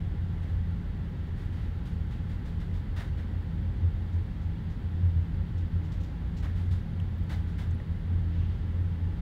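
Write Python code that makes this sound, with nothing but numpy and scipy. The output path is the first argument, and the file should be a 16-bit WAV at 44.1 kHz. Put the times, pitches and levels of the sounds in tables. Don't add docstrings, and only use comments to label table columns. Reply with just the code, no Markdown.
import sys
import numpy as np
from scipy import signal
from scipy.fft import rfft, irfft, next_fast_len
from scipy.io import wavfile
from scipy.ndimage import map_coordinates

SR = 44100
rng = np.random.default_rng(int(sys.argv[2]) if len(sys.argv) > 2 else 0)


def digitize_waveform(pressure):
    field = np.atleast_2d(pressure).T
    bounded = np.clip(field, -1, 1)
    quanta = np.round(bounded * 32767).astype(np.int16)
    wavfile.write(sys.argv[1], SR, quanta)


N = 406144
TIME = np.arange(N) / SR
TOP_HZ = 15750

# f/Hz, relative level/dB, pitch wander/Hz
DIESEL_TONES = [(86.3, 0, 1.3), (89.8, -9.5, 1.4)]
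# t/s, relative level/dB
THROB_LEVELS = [(0.0, -35), (0.68, -27.5), (0.8, -39.5), (2.01, -34.5), (3.58, -33), (3.7, -28),
                (4.38, -33), (4.58, -39), (5.15, -22.5), (5.47, -39), (5.63, -26.5), (6.31, -44),
                (6.43, -27.5), (8.0, -32.5), (8.12, -27), (8.97, -29), (9.09, -28), (9.21, -34)]
# t/s, relative level/dB
HUM_LEVELS = [(0.0, -41), (1.21, -43), (1.61, -48), (2.41, -41.5), (3.38, -52.5), (3.54, -40.5),
              (4.06, -51.5), (4.58, -38.5), (4.71, -43), (8.57, -41.5), (8.77, -50), (9.21, -38)]
# f/Hz, width/Hz, relative level/dB
ROOM_RESONANCES = [(167.2, 20.7, -3), (201.6, 10, -4.5), (297.4, 18, -11.5), (380, 25, -18.5),
                   (503, 60, -28)]
# f/Hz, level/dB, pitch wander/Hz
MACHINE_TONES = [(82.2, -44, .5), (91.8, -44, 1), (118, -53, .1), (205, -56, 3), (376, -67, 3),
                 (440, -70, 6), (743, -75, 2), (829, -72, 3), (960, -77, 5), (1364, -80, 4), (1534, -76, 4),
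                 (2794, -81, 5), (3784, -87, 8), (4427, -85, 7), (7350, -101, 2)]
# f/Hz, relative level/dB
DECK_SPECTRUM = [(10, -30.5), (19, -9), (26, -1.5), (40, 7), (53, 9.5), (70, 8.5), (97, -8.5), (110, 5.5),
                 (128, 1.5), (150, -4.5), (185, -5.5), (260, -11.5), (340, -20.5), (600, -75.5),
                 (2000, -110)]
# f/Hz, relative level/dB
AIR_SPECTRUM = [(160, 9), (460, 5), (610, -2.4), (890, 0.5), (1170, -4.5), (1560, -2.5), (1940, -2.5),
                (2420, -10), (3520, -10), (4220, -16), (4620, -16.5), (5150, -22.5), (6100, -26.5),
                (7500, -28), (8900, -31), (13500, -32.5)]
# f/Hz, relative level/dB
WHINE_TONES = [(9449, -99), (9993, -101), (10168, -102)]
# t/s, relative level/dB
WHINE_LEVELS = [(0, -11), (6.5, -4.5), (7.8, 5), (9.21, -1)]
# t/s, relative level/dB, length/s, body gain from weight/dB
SCUFF_STROKES = [(.42, -59.5, 0.015, -3), (.475, -66, .015, 0), (1.36, -59, 0.075, -5.5),
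                 (1.52, -62, .13, 1), (1.852, -53.5, 0.022, -17), (2.106, -56.5, 0.022, -5),
                 (2.29, -58, 0.026, -1.5), (2.45, -55.5, 0.025, -7.5), (2.597, -57, 0.02, -2),
                 (2.736, -58, .03, -10), (2.961, -47.5, 0.046, -1), (3.172, -59.5, 0.023, 3),
                 (6.424, -54, 0.03, 4), (6.552, -57.5, .07, -7.5), (6.708, -52, 0.025, -19),
                 (7.292, -47.5, 0.035, -1.5), (7.47, -60, 0.033, -17), (7.58, -51, 0.028, -0.5)]
# f/Hz, relative level/dB
FIBRE_SPECTRUM = [(320, -20), (1250, 4.5), (2350, -2.5), (3550, 2), (4350, -4.5), (6100, -11),
                  (9100, -15.5), (12100, -20)]
# f/Hz, relative level/dB
BODY_SPECTRUM = [(100, -15), (400, -0.5), (800, 2.5), (1250, -2.5), (1600, 2), (1950, 3.5), (2400, -8.5),
                 (4000, -13), (8000, -33.5)]
# t/s, level/dB, length/s
SQUISH_STROKES = [(4.123, -68, .004), (4.415, -72, 0.0037), (4.697, -67, 0.0055), (5.575, -65, .007),
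                  (5.835, -67.5, 0.02), (5.917, -61.5, .012), (6, -67, 0.011), (6.033, -64.5, .018),
                  (6.367, -58, 0.012)]
# f/Hz, relative level/dB
OIL_SPECTRUM = [(1000, -21), (2700, 2.5), (3800, 1.5), (6000, -2), (7600, -6), (9000, -17), (15500, -17.5)]
# t/s, level/dB, f/Hz, time to fade by 60 dB/s, crack relative to ring/dB
TICK_EVENTS = [(6.9996, -39.5, 2900, .017, -11), (7.177, -61, 14600, .015, -8),
               (7.184, -61, 14600, .015, -8), (7.235, -58, 14800, .015, -4), (7.245, -48, 700, .04, -10),
               (7.709, -58, 7000, .035, -5), (7.747, -63, 10200, .03, -4), (7.8, -40.5, 1740, .035, -15),
               (7.801, -40, 520, .04, -3)]
# t/s, level/dB
SLIDE_LEVELS = [(0, -100), (8.15, -98.5), (8.33, -64), (8.5, -63.5), (8.65, -74), (8.9, -84.5), (9.21, -84)]
# f/Hz, relative level/dB
SLIDE_SPECTRUM = [(800, -16), (2200, 4.5), (3000, 11.5), (4200, -1.5), (6000, -9), (9000, -24),
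                  (15000, -28.5)]


def amp(db):
    return 10 ** (np.asarray(db) / 20)


def unit(x):
    return x / np.sqrt(np.mean(x ** 2) + 1e-20)


def wobble(rate):
    knots = rng.standard_normal(int(N * rate / SR) + 4)
    steps = np.arange(0, len(knots) - 1, 1 / 10)
    return np.interp(TIME * rate, steps, map_coordinates(knots, [steps]))


def level(rows):
    return amp(np.interp(TIME, *np.transpose(rows)))


def filtered(x, response):
    size = next_fast_len(N + SR // 2)
    return irfft(rfft(x, size) * response(np.fft.rfftfreq(size, 1 / SR)), size)[:N]


def noise(spectrum):
    f, db = np.transpose(spectrum)
    shape = lambda hz: amp(np.interp(np.log(hz + 1), np.log(f), db))
    return unit(filtered(rng.standard_normal(N), shape))


def tone(hz, wander_hz, rate):
    turns = np.cumsum(hz + wander_hz * wobble(rate)) / SR + rng.random()
    return np.sqrt(2) * np.sin(2 * np.pi * turns)


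def decay(t, fade_s):
    return np.exp(-np.log(1000) * t / fade_s)


def stroke(start, length, rise_s, fade_s):
    t = np.maximum(TIME - start, 0)
    return (1 - np.exp(-t / rise_s)) * decay(np.maximum(t - length, 0), fade_s)


def diesel_throb(surge_db=2.9):
    beat = sum(amp(db) * tone(hz, wander, rate=7) for hz, db, wander in DIESEL_TONES)
    firing = amp(surge_db * wobble(rate=21))
    return amp(-1.77) * level(THROB_LEVELS) * unit(beat * firing)


def engine_hum(sway_db=2.5):
    hum = tone(164.8, wander_hz=1.6, rate=10)
    sway = amp(sway_db * wobble(rate=16))
    return amp(-0.8) * level(HUM_LEVELS) * unit(hum * sway)


def room_boom():
    def resonances(hz):
        return sum(amp(db) * centre * width / (centre ** 2 - hz ** 2 + 1j * hz * width)
                   for centre, width, db in ROOM_RESONANCES)
    return amp(-46.5) * unit(filtered(rng.standard_normal(N), resonances))


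def machinery():
    tones = sum(amp(db) * tone(hz, wander, rate=14) for hz, db, wander in MACHINE_TONES)
    return tones + amp(-34.5) * noise(DECK_SPECTRUM)


def ventilation(ripple_db=1.68, spacing_hz=22):
    knots = rng.standard_normal(SR)
    ripple = lambda hz: amp(ripple_db * map_coordinates(knots, [hz / spacing_hz]))
    return amp(-51.0) * unit(filtered(noise(AIR_SPECTRUM), ripple))


def motor_whine():
    tones = sum(amp(db) * tone(hz, wander_hz=1.3, rate=4) for hz, db in WHINE_TONES)
    return level(WHINE_LEVELS) * tones


def cardboard_scuffs(grain_db=0.4):
    hiss_gain = sum(amp(db) * stroke(start, length, rise_s=0.0028, fade_s=0.34)
                    for start, db, length, _ in SCUFF_STROKES)
    body_gain = sum(amp(db + weight_db) * stroke(start, length, rise_s=0.006, fade_s=0.31)
                    for start, db, length, weight_db in SCUFF_STROKES)
    grain = amp(grain_db * wobble(rate=260))
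    hiss = amp(-4.0) * hiss_gain * noise(FIBRE_SPECTRUM)
    body = amp(1.0) * body_gain * noise(BODY_SPECTRUM)
    return grain * (hiss + body)


def oil_squishes(grain_db=2.5):
    gain = sum(amp(db) * stroke(start, length, rise_s=0.0017, fade_s=0.23)
               for start, db, length in SQUISH_STROKES)
    grain = amp(grain_db * wobble(rate=400))
    return gain * grain * noise(OIL_SPECTRUM)


def ticks(crack_fade_s=0.014, spread=0.077, count=4):
    out = np.zeros(N + SR)
    t = np.arange(SR // 8) / SR
    onset = 1 - np.exp(-t / 0.0005)
    for start, db, hz, fade_s, crack_db in TICK_EVENTS:
        offsets = np.linspace(-1, 1, count) + 0.37 * rng.standard_normal(count)
        pitches = hz * (1 + spread * offsets)
        turns = np.outer(pitches, t) + rng.random((count, 1))
        ring = np.sin(2 * np.pi * turns).sum(0) / np.sqrt(count) * decay(t, fade_s)
        crack = rng.standard_normal(len(t)) * decay(t, crack_fade_s)
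        lowpass = signal.butter(2, min(3 * hz, TOP_HZ), fs=SR)
        crack = signal.lfilter(*lowpass, crack)
        out[round(start * SR):][:len(t)] += amp(db) * onset * (ring + amp(crack_db) * crack)
    return out[:N]


def valve_slide():
    return level(SLIDE_LEVELS) * noise(SLIDE_SPECTRUM)


def scene():
    room = diesel_throb() + engine_hum() + room_boom() + machinery() + ventilation() + motor_whine()
    nearby = cardboard_scuffs() + oil_squishes() + ticks() + valve_slide()
    return (room + nearby)[None]


def record(dry):
    fade = np.clip(np.minimum(TIME, TIME[-1] - TIME) / 0.004, 0, 1)
    return filtered(fade * dry[0], lambda hz: hz < TOP_HZ)[None]


dry = scene()
out = record(dry)
digitize_waveform(out)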